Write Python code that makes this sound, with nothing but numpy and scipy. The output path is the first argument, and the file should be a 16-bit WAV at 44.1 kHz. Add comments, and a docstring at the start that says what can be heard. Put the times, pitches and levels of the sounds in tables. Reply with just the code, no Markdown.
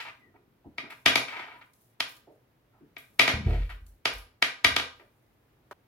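"""Two knitting needles click together over a wooden table: each blow is an impulse, dispersed along a rod
and filtered by resonances of needles, table and room. Yarn rubs, squeaks and snags by stick-slip friction;
wool brushes the skin and fingers shift as shaped noise, beside a short dull rattle. A hand bumps the
microphone stand, exciting damped modes, and leans on it, which sounds as a low wavering tone. Table
reflections and the diffuse field of a bare room answer clicks and rubbing, over faint room noise."""
import sys
import numpy as np
from scipy import signal
from scipy.fft import rfft, irfft
from scipy.io import wavfile
from scipy.ndimage import uniform_filter1d

SR = 44100
rng = np.random.default_rng(int(sys.argv[2]) if len(sys.argv) > 2 else 0)


def dump(signal):
    """Clip the signal to [-1, 1] and save it as 16-bit WAV at the path in sys.argv[1]."""
    limited = np.clip(np.atleast_2d(signal).T, -1, 1)
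    pcm = np.round(limited * 32767).astype(np.int16)
    wavfile.write(sys.argv[1], SR, pcm)


N = 258967
TIME = np.arange(N) / SR  # s
HZ = np.fft.rfftfreq(8192, 1 / SR)  # frequency grid of the colour filters


def undb(db):
    """Decibel law: amplitude gain is ten to the power of level over twenty."""
    return 10 ** (np.asarray(db) / 20)


def unit(x):
    """Normalisation by mean power: scale to rms 1."""
    return x / np.sqrt(np.mean(x ** 2) + 1e-20)


def along(points, hz):
    """Logarithmic pitch scale: interpolate (frequency [Hz], value) points on a log axis."""
    f, value = np.transpose(points)
    return np.interp(np.log(hz + 1), np.log(f), value)


def convolve(x, response):
    """Linear superposition: pass a sound through an impulse response, keeping its length."""
    full = signal.fftconvolve(np.atleast_2d(x), np.atleast_2d(response), axes=1)
    return full[:, :np.shape(x)[-1]]


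def colour(x, points, boost_db=0):
    """Minimum-phase filtering: a causal response made from a level outline by folding its cepstrum."""
    cepstrum = irfft(np.log(undb(along(points, HZ) + boost_db)))
    half = len(cepstrum) // 2
    cepstrum[1:half] *= 2
    cepstrum[half + 1:] = 0
    return convolve(x, irfft(np.exp(rfft(cepstrum))))


def band(x, lo_hz, hi_hz, order=2):
    """Band limitation: a Butterworth band-pass."""
    edges = [lo_hz, min(hi_hz, SR / 2 - 100)]
    return signal.sosfilt(signal.butter(order, edges, "band", fs=SR, output="sos"), x)


def spread(size, apart_hz):
    """Interaural coherence: stereo noise whose bass is alike on both sides and whose treble is not."""
    mid, side = rfft(rng.standard_normal((2, size)))
    hz = np.fft.rfftfreq(size, 1 / SR)
    alike = 1 / (1 + (hz / apart_hz) ** 2)
    opposed = np.array([[1], [-1]]) * side * np.sqrt(1 - alike)
    return irfft(mid * np.sqrt(1 + alike) + opposed, size) / np.sqrt(2)


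def walk(rate):
    """Random modulation: straight lines join normal random values, `rate` of them a second."""
    knots = rng.standard_normal(size=2000)
    return np.interp(TIME * rate, np.arange(len(knots)), knots)


def swell(length, size):
    """Stroke envelope: a quick rise, a broad top and a slower fall within a length of time."""
    progress = np.clip(TIME[:size] / length, 0, 1)
    return np.abs(np.sin(np.pi * progress ** 0.3)) ** 0.54


def hold(s, length, rise_s, fall_s):
    """Attack and release: a straight rise, a hold until the length is over, then exponential decay."""
    rise = np.clip((TIME - s) / rise_s, 0, 1)
    return rise * np.exp(-np.maximum(TIME - s - length, 0) / fall_s)


def add(track, s, sound):
    """Superposition of events: mix a sound in at a time."""
    start = max(int(s * SR), 0)
    part = np.atleast_2d(sound)[:, :N - start]
    track[:, start:start + part.shape[1]] += part


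def bend(x, lag_s):
    """Dispersion of bending waves in a thin rod: treble arrives first, bass later (lag_s at 2 kHz)."""
    hz = np.fft.rfftfreq(len(x), 1 / SR)
    return irfft(rfft(x) * np.exp(-4j * np.pi * lag_s * np.sqrt(2000 * hz)), len(x))


# resonances of the whole sound, from needles, table and room:
# (frequency [Hz], width [Hz], relative level [dB])
RESONANCES = [(123.5, 15, 4.5), (260.5, 21, 8), (417, 4.8, 0), (672.3, 41, -2.5), (978, 12, 1.5),
              (1209, 45, 2), (1510, 7.3, -3), (1603, 34, -0.5), (1923, 50, -2), (2137, 50, 1.5),
              (2300, 76, 0.5), (2454, 44, -0.5), (2887, 190, -8.5), (3070, 18, -14), (3147, 35, -5.5),
              (3363, 30, 0), (3765, 130, -6), (4746, 11, -3), (5080, 44, -7)]


def ring(ring_db):
    """Resonance: gain in dB from summed Lorentzian power peaks standing on a flat response."""
    peaks = 0
    for hz, width, db in RESONANCES:
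        peaks = peaks + undb(db + ring_db) ** 2 / (1 + (2 * (HZ - hz) / width) ** 2)
    return 10 * np.log10(1 + peaks)


# needle clicks: (time [s], level [dB], hollow body level [dB], bright snap level [dB],
# left minus right [dB], level sent to the room [dB], favoured pitch [Hz], ring level [dB]);
# body, snap and room levels are relative to the click
CLICKS = [(0.781, -26.5, -23.5, -26, 0.5, -0.5, 2340, 16.5),
          (1.0592, -10.5, -22.5, -21, 2.5, 2.5, 1620, 11), (1.1554, -16.5, -17, -17, 0, 0.5, 2100, 6.5),
          (2.003, -19, -26, -20, -1, -3.5, 2980, 5), (2.9655, -35, -24, -35, 2, -2, 2280, 14.5),
          (3.1939, -11, -21, -18.5, 2.5, 2.5, 2320, 12.5), (3.277, -17.5, -17.5, -25, 0.5, 3.5, 2150, 6),
          (4.054, -17, -20, -22.5, -2, -0.5, 3100, 5), (4.4233, -11.5, -26.5, -24, -1, -2.5, 1800, 7.5),
          (4.645, -10.5, -22.5, -18, 2, -0.5, 2190, 14.5), (4.7632, -17, -20, -18.5, -0.5, -1, 3400, 6.5),
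          (4.796, -23, -22, -30, -1, -3.5, 3000, 0)]
# spectral outline of a click: (frequency [Hz], level [dB])
CLICK_COLOUR = [(100, -12.5), (250, -13), (500, -4.5), (1000, -4), (1600, -2.5), (2300, -2), (3300, -3),
                (5000, -8.5), (6500, -15), (8300, -23), (10500, -16.5), (12500, -23), (15500, -33.5)]
SLIDE_S = 0.0073  # the tip slides this long before it slips


def needles(mid_db=-13, snap_db=-1, beam_db=-1, scrape_db=-12, scrape_s=0.0038,
            favour_db=2.5, favour_octaves=0.24, size=3000):
    """Impact excitation: a tip slides, slips and strikes; returns the sounds to the table and to the walls."""
    near, far, t = np.zeros((2, N)), np.zeros((1, N)), TIME[:size]
    for s, db, body, snap, pan_db, room_db, favoured_hz, ring_db in CLICKS:
        scrape, slide = rng.standard_normal((2, size))
        strike = bend(unit(signal.unit_impulse(size)), lag_s=0.0008056)
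        push = strike + undb(scrape_db) * unit(scrape * np.exp(-t / scrape_s))
        # the point of contact favours one range of pitch; a tight grip damps the ring
        octaves_away = np.log2((HZ + 1) / favoured_hz)
        contact = favour_db * np.exp(-(octaves_away / favour_octaves) ** 2)
        blow = colour(push, CLICK_COLOUR, ring(ring_db) + contact)
        # where the needle is held decides how hollow and how bright the click is
        hollow = undb(db + body) * unit(band(blow, 90, 900))
        middle = undb(db + mid_db) * unit(band(blow, 1200, 5200))
        bright = undb(db + snap + snap_db) * unit(band(blow, 5200, SR / 2))
        click = hollow - middle + bright  # neighbouring bands have opposite polarity
        # the bright snap beams at the microphone more than at the walls
        beam = undb(beam_db) * bright
        add(near, s, (click + beam) * undb(np.array([[pan_db], [-pan_db]]) / 2))
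        add(far, s, click * undb(room_db))
        # friction swells up to the slip
        rise = (t / SLIDE_S) ** 2 * (t < SLIDE_S)
        add(near, s - SLIDE_S, undb(db + mid_db) * unit(colour(slide, CLICK_COLOUR)) * rise)
    return near, far


# yarn strokes along the needles: (time [s], length [s], level [dB], brightness [dB/octave])
STROKES = [(0, 0.052, -35.5, 2.5), (0.047, 0.064, -37.5, -0.5), (.34, 0.038, -55.5, -10),
           (0.835, 0.079, -51.5, -7), (0.899, 0.04, -37.5, 1), (1.278, 0.051, -36.5, 1.5),
           (1.322, 0.14, -39.5, -1), (1.391, 0.065, -39.5, -1), (1.461, 0.13, -45, -2.5),
           (1.611, 0.02, -51.5, -1), (3.446, 0.24, -44, 3), (3.691, 0.038, -39.5, 0.5),
           (4.993, 0.035, -54, -1.5)]
# spectral outline of the rubbing: (frequency [Hz], level [dB])
YARN_COLOUR = [(100, -26.5), (250, -17), (500, -9), (1000, -0.5), (1600, 0.5), (2300, 0.5), (3200, -5),
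               (4500, -12.5), (6500, -24), (15000, -32)]


def yarn(grain_db=5.0, catch_db=3.0, ring_db=4, size=12000):
    """Stick-slip friction: fibres give dense, tiny, uneven pushes to the same resonances as the clicks."""
    out, resonance = np.zeros((1, N)), ring(ring_db)
    octaves = np.log2(np.clip(HZ, 300, 8000) / 2000)  # brightness tilts about 2 kHz
    for s, length, db, bright_db in STROKES:
        grain = undb(grain_db * np.minimum(rng.exponential(size=size), 5))
        slips = rng.standard_normal(size) * grain
        rub = unit(colour(slips, YARN_COLOUR, resonance + bright_db * octaves))
        add(out, s, undb(db) * swell(length, size) * rub)
    return out * undb(catch_db * walk(81))


# faint squeaks of tight yarn: (time [s], length [s], level [dB], start pitch [Hz], end pitch [Hz])
SQUEAKS = [(0.192, 0.11, -59.5, 2092, 1815), (1.536, 0.123, -54, 958, 1004)]


def squeaks(waver=0.021, stutter_db=4, size=12000):
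    """Friction-driven oscillation: tight yarn sings on the metal as a gliding, wavering, stuttering sine."""
    out = np.zeros((1, N))
    for s, length, db, start_hz, end_hz in SQUEAKS:
        glide = np.interp(TIME[:size], [0, length], [start_hz, end_hz])
        hz = glide * (1 + waver * walk(160)[:size])
        tone = np.sin(2 * np.pi * np.cumsum(hz) / SR)
        add(out, s, undb(db) * swell(length, size) * tone)
    return out * undb(stutter_db * walk(83))


# single fibres snagging on a tip: (time [s], level [dB])
SNAGS = [(0.904, -56.5), (1.734, -63), (2.165, -59), (2.981, -53.5), (3.699, -61), (3.864, -60),
         (4.135, -49.5), (4.182, -51.5)]
# spectral outline of wool fibres, for snags and brushing: (frequency [Hz], level [dB])
FIBRE_COLOUR = [(1000, -29.5), (4000, -8.5), (8000, -6.5), (11000, -1), (13500, -2), (15500, -4)]


def snags(decay_s=.003, size=2048):
    """Sudden release of tension: a fibre catches on a tip and lets go with a thin, decaying tick."""
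    out = np.zeros((1, N))
    for s, db in SNAGS:
        burst = rng.standard_normal(size) * np.exp(-TIME[:size] / decay_s)
        add(out, s, undb(db) * unit(colour(burst, FIBRE_COLOUR)))
    return out


# fingers shifting on the work: (time [s], level [dB], length [s], centre pitch [Hz])
SHIFTS = [(0.179, -62.5, 0.16, 186), (0.244, -66, 0.072, 280), (0.331, -68.5, 0.17, 277),
          (.47, -60.5, 0.081, 140), (0.644, -55, 0.039, 558), (0.65, -44.5, 0.043, 188),
          (0.825, -48.5, .06, 213), (2.27, -52.5, 0.068, 437), (2.733, -66, 0.082, 900),
          (2.806, -52, 0.064, 221), (3.089, -65, 0.081, 170), (3.331, -37.5, 0.33, 154),
          (3.463, -38.5, 0.13, 450), (4.664, -48, 0.12, 130), (4.992, -60, 0.063, 502)]


def fingers(ratio=1.55, size=12000):
    """Band-limited friction noise: soft, low scuffs as the grip changes, each 0.27 s at most."""
    out = np.zeros((1, N))
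    for s, db, length, hz in SHIFTS:
        scuff = unit(band(rng.standard_normal(size), hz / ratio, hz * ratio, order=3))
        add(out, s, undb(db) * swell(length, size) * scuff)
    return out


# short dull rattles: (time [s], level [dB])
RATTLES = [(5.711, -46.5)]
# spectral outline of a rattle: (frequency [Hz], level [dB])
RATTLE_COLOUR = [(100, -26), (400, 0), (1000, 5), (2000, -7.5), (4000, -19), (8000, -28), (15000, -27)]


def rattles(decay_s=0.016, length_s=0.0218, size=2048):
    """Exponential decay, truncated: a short dull rattle of noise decays and ends abruptly."""
    out, t = np.zeros((2, N)), TIME[:size]
    stop = np.clip((length_s - t) * 1000, 0, 1)  # fades over the last millisecond
    for s, db in RATTLES:
        rattle = spread(size, apart_hz=1800) * np.exp(-t / decay_s) * stop
        add(out, s, undb(db) * unit(colour(rattle, RATTLE_COLOUR)))
    return out


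# wool brushing over the fingers as the hands move: (time [s], length [s], level [dB])
BRUSHES = [(0.0, 0.26, -74), (0.89, 0.19, -64), (1.25, 0.62, -71.5), (1.78, 0.16, -67.5), (2.075, .1, -53),
           (2.31, .12, -77), (2.98, 0.34, -66.5), (3.46, 0.41, -67), (3.87, .14, -71), (4.12, 0.15, -69),
           (4.95, 0.61, -76)]
# each brush starts quickly and fades over its length as the hand slows
BRUSH_RISE_S, BRUSH_FADE_DB = 0.015, -10.5


def fibres(grain_db=3.5, flicker_db=2.0):
    """Broadband friction noise: wool on skin gives a thin, grainy hiss for each move of the hands."""
    grain = undb(grain_db * np.minimum(rng.exponential(size=N), 6))
    hiss = rng.standard_normal((2, N)) * grain
    pressure = 0
    for s, length, db in BRUSHES:
        fade_db = BRUSH_FADE_DB * np.clip((TIME - s) / length, 0, 1)
        pressure = pressure + undb(db + fade_db) * hold(s, length, BRUSH_RISE_S, BRUSH_RISE_S)
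    return unit(colour(hiss, FIBRE_COLOUR)) * pressure * undb(flicker_db * walk(44))


# bumps on the stand: (time [s], level [dB], push length [s])
BUMPS = [(0.663, -59, 0.0088), (1.062, -52.5, 0.0017), (3.336, -35, 0.0032), (3.459, -25, 0.0045),
         (3.81, -43, 0.013), (4.15, -52, 0.0093), (4.655, -45.5, 0.0052), (4.719, -50, 0.0051)]
# modes of the stand: (frequency [Hz], decay time T60 [s], relative level [dB])
STAND_MODES = [(79.87, 0.52, 6), (98, 0.18, 4.5), (115, 0.45, 3.5), (213.2, 0.32, 0.5)]
# the hand leans on the stand: (time [s], length [s], level [dB])
LEANS = [(3.457, 0.17, -26.5), (3.689, 0.058, -40.5), (3.785, .13, -52), (4.116, 0.082, -46)]
# the shudder builds while the hand leans and dies once it lets go
SHUDDER_HZ, SHUDDER_RISE_S, SHUDDER_FALL_S = 46.4, 0.025, 0.025


def stand(waver=0.035, size=22000):
    """Modal vibration: soft half-sine pushes ring damped modes; a lower shudder sounds while the hand leans."""
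    out, t = np.zeros((1, N)), TIME[:size]
    modes = 0
    for hz, t60, db in STAND_MODES:
        modes = modes + undb(db) * np.exp(-np.log(1000) * t / t60) * np.sin(2 * np.pi * hz * t)
    for s, db, push_s in BUMPS:
        push = np.sin(np.pi * np.clip(t / push_s, 0, 1))
        add(out, s, undb(db) * convolve(modes, push / push.sum()))
    phase = 2 * np.pi * np.cumsum(SHUDDER_HZ * (1 + waver * walk(25))) / SR
    leaning = 0
    for s, length, db in LEANS:
        leaning = leaning + undb(db) * hold(s, length, SHUDDER_RISE_S, SHUDDER_FALL_S)
    return out + np.sqrt(2) * np.sin(phase) * leaning


# first echoes from the table and things near by: (left delay [ms], right delay [ms], relative level [dB])
ECHOES = [(2.2066, 2.273, -0.5), (2.648, 2.5, -13.5), (5.239, 5.38, -6), (8.48, 6.6, -17),
          (23.42, 9.3, -15.5)]


def near_field(direct_db=-10, dull_hz=5500, scatter_db=-7, scatter_s=0.0052, size=2048):
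    """Reflection and scattering: direct sound, then duller echoes off the table and scatter from the hands."""
    hz, t = np.fft.rfftfreq(size, 1 / SR), TIME[:size]
    spectrum = 0
    for left, right, db in ECHOES:
        delay_s = np.array([[left], [right]]) / 1000
        spectrum = spectrum + undb(db) * np.exp(-2j * np.pi * hz * delay_s)
    echoes = irfft(spectrum)
    scatter = unit(rng.standard_normal((2, size)) * np.exp(-t / scatter_s)) / np.sqrt(size)
    reflected = band(echoes + undb(scatter_db) * scatter, 60, dull_hz, order=1)
    return (reflected + undb(direct_db) * signal.unit_impulse(size)) / np.sqrt(2)


# reverberation time of the room: (frequency [Hz], T60 [s])
ROOM_T60 = [(100, 0.13), (400, 0.5), (1000, 0.45), (2200, 0.36), (5000, 0.39), (9000, 0.34), (15000, 0.22)]


def walls(early_db=3, early_s=0.051, build_s=0.0099, size=40000):
    """Reverberation: a diffuse field builds up, is strong early and decays at a rate set by frequency."""
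    t, hz = TIME[:size], np.fft.rfftfreq(size, 1 / SR)
    noise = rfft(spread(size, apart_hz=670))
    centres = [f for f, _ in ROOM_T60]
    tail = 0
    # overlapping bands, each with its own decay
    for share, (_, t60) in zip(np.eye(len(centres)), ROOM_T60):
        part = irfft(noise * along(list(zip(centres, share)), hz))
        tail = tail + part * np.exp(-np.log(1000) * t / t60)
    build = 1 - np.exp(-(t / build_s) ** 2)
    early = 1 + undb(early_db) * np.exp(-t / early_s)
    spectrum = rfft(tail * build * early)
    # a diffuse field carries about the same energy in every narrow band
    spectrum = spectrum / np.sqrt(uniform_filter1d(np.abs(spectrum) ** 2, size=45))
    return unit(irfft(spectrum) * (1 - (t / t[-1]) ** 2)) / np.sqrt(size)


# spectral outline of the room noise: (frequency [Hz], level [dB])
AIR_COLOUR = [(25, -11), (45, -1.5), (80, -5), (120, 5), (170, -8), (260, -3.5), (500, -9), (1000, -14.5),
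              (2000, -18.5), (4000, -26.5), (8000, -35), (13000, -28.5)]
AIR_DB = -67


def air(swell_db=1):
    """Stationary background noise: a faint coloured stereo noise whose level wanders slightly."""
    return unit(colour(spread(N, apart_hz=483.8), AIR_COLOUR)) * undb(AIR_DB + swell_db * walk(2.3))


def scene(room_db=-3, rub_room_db=-7):
    """Direct and reverberant fields: clicks and rubbing arrive over the table and again from the walls."""
    table, room = near_field(), walls()
    near, far = needles()
    rubbing = yarn() + squeaks() + snags() + fingers()
    direct = convolve(near + rubbing, table)
    echo = convolve(undb(room_db) * far + undb(rub_room_db) * rubbing, room)
    return direct + echo + rattles() + fibres() + stand() + air()


TOP_HZ = 15800


def record(dry):
    """Band limits and saturation: drop the deepest bass, round the highest peaks, cut the top."""
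    thin = signal.sosfilt(signal.butter(6, 35, "high", fs=SR, output="sos"), dry)
    rounded = thin / (1 + (thin / .9) ** 6) ** (1 / 6)
    return signal.sosfilt(signal.ellip(8, .2, 70, TOP_HZ, fs=SR, output="sos"), rounded)


dry = scene()
out = record(dry)
dump(out)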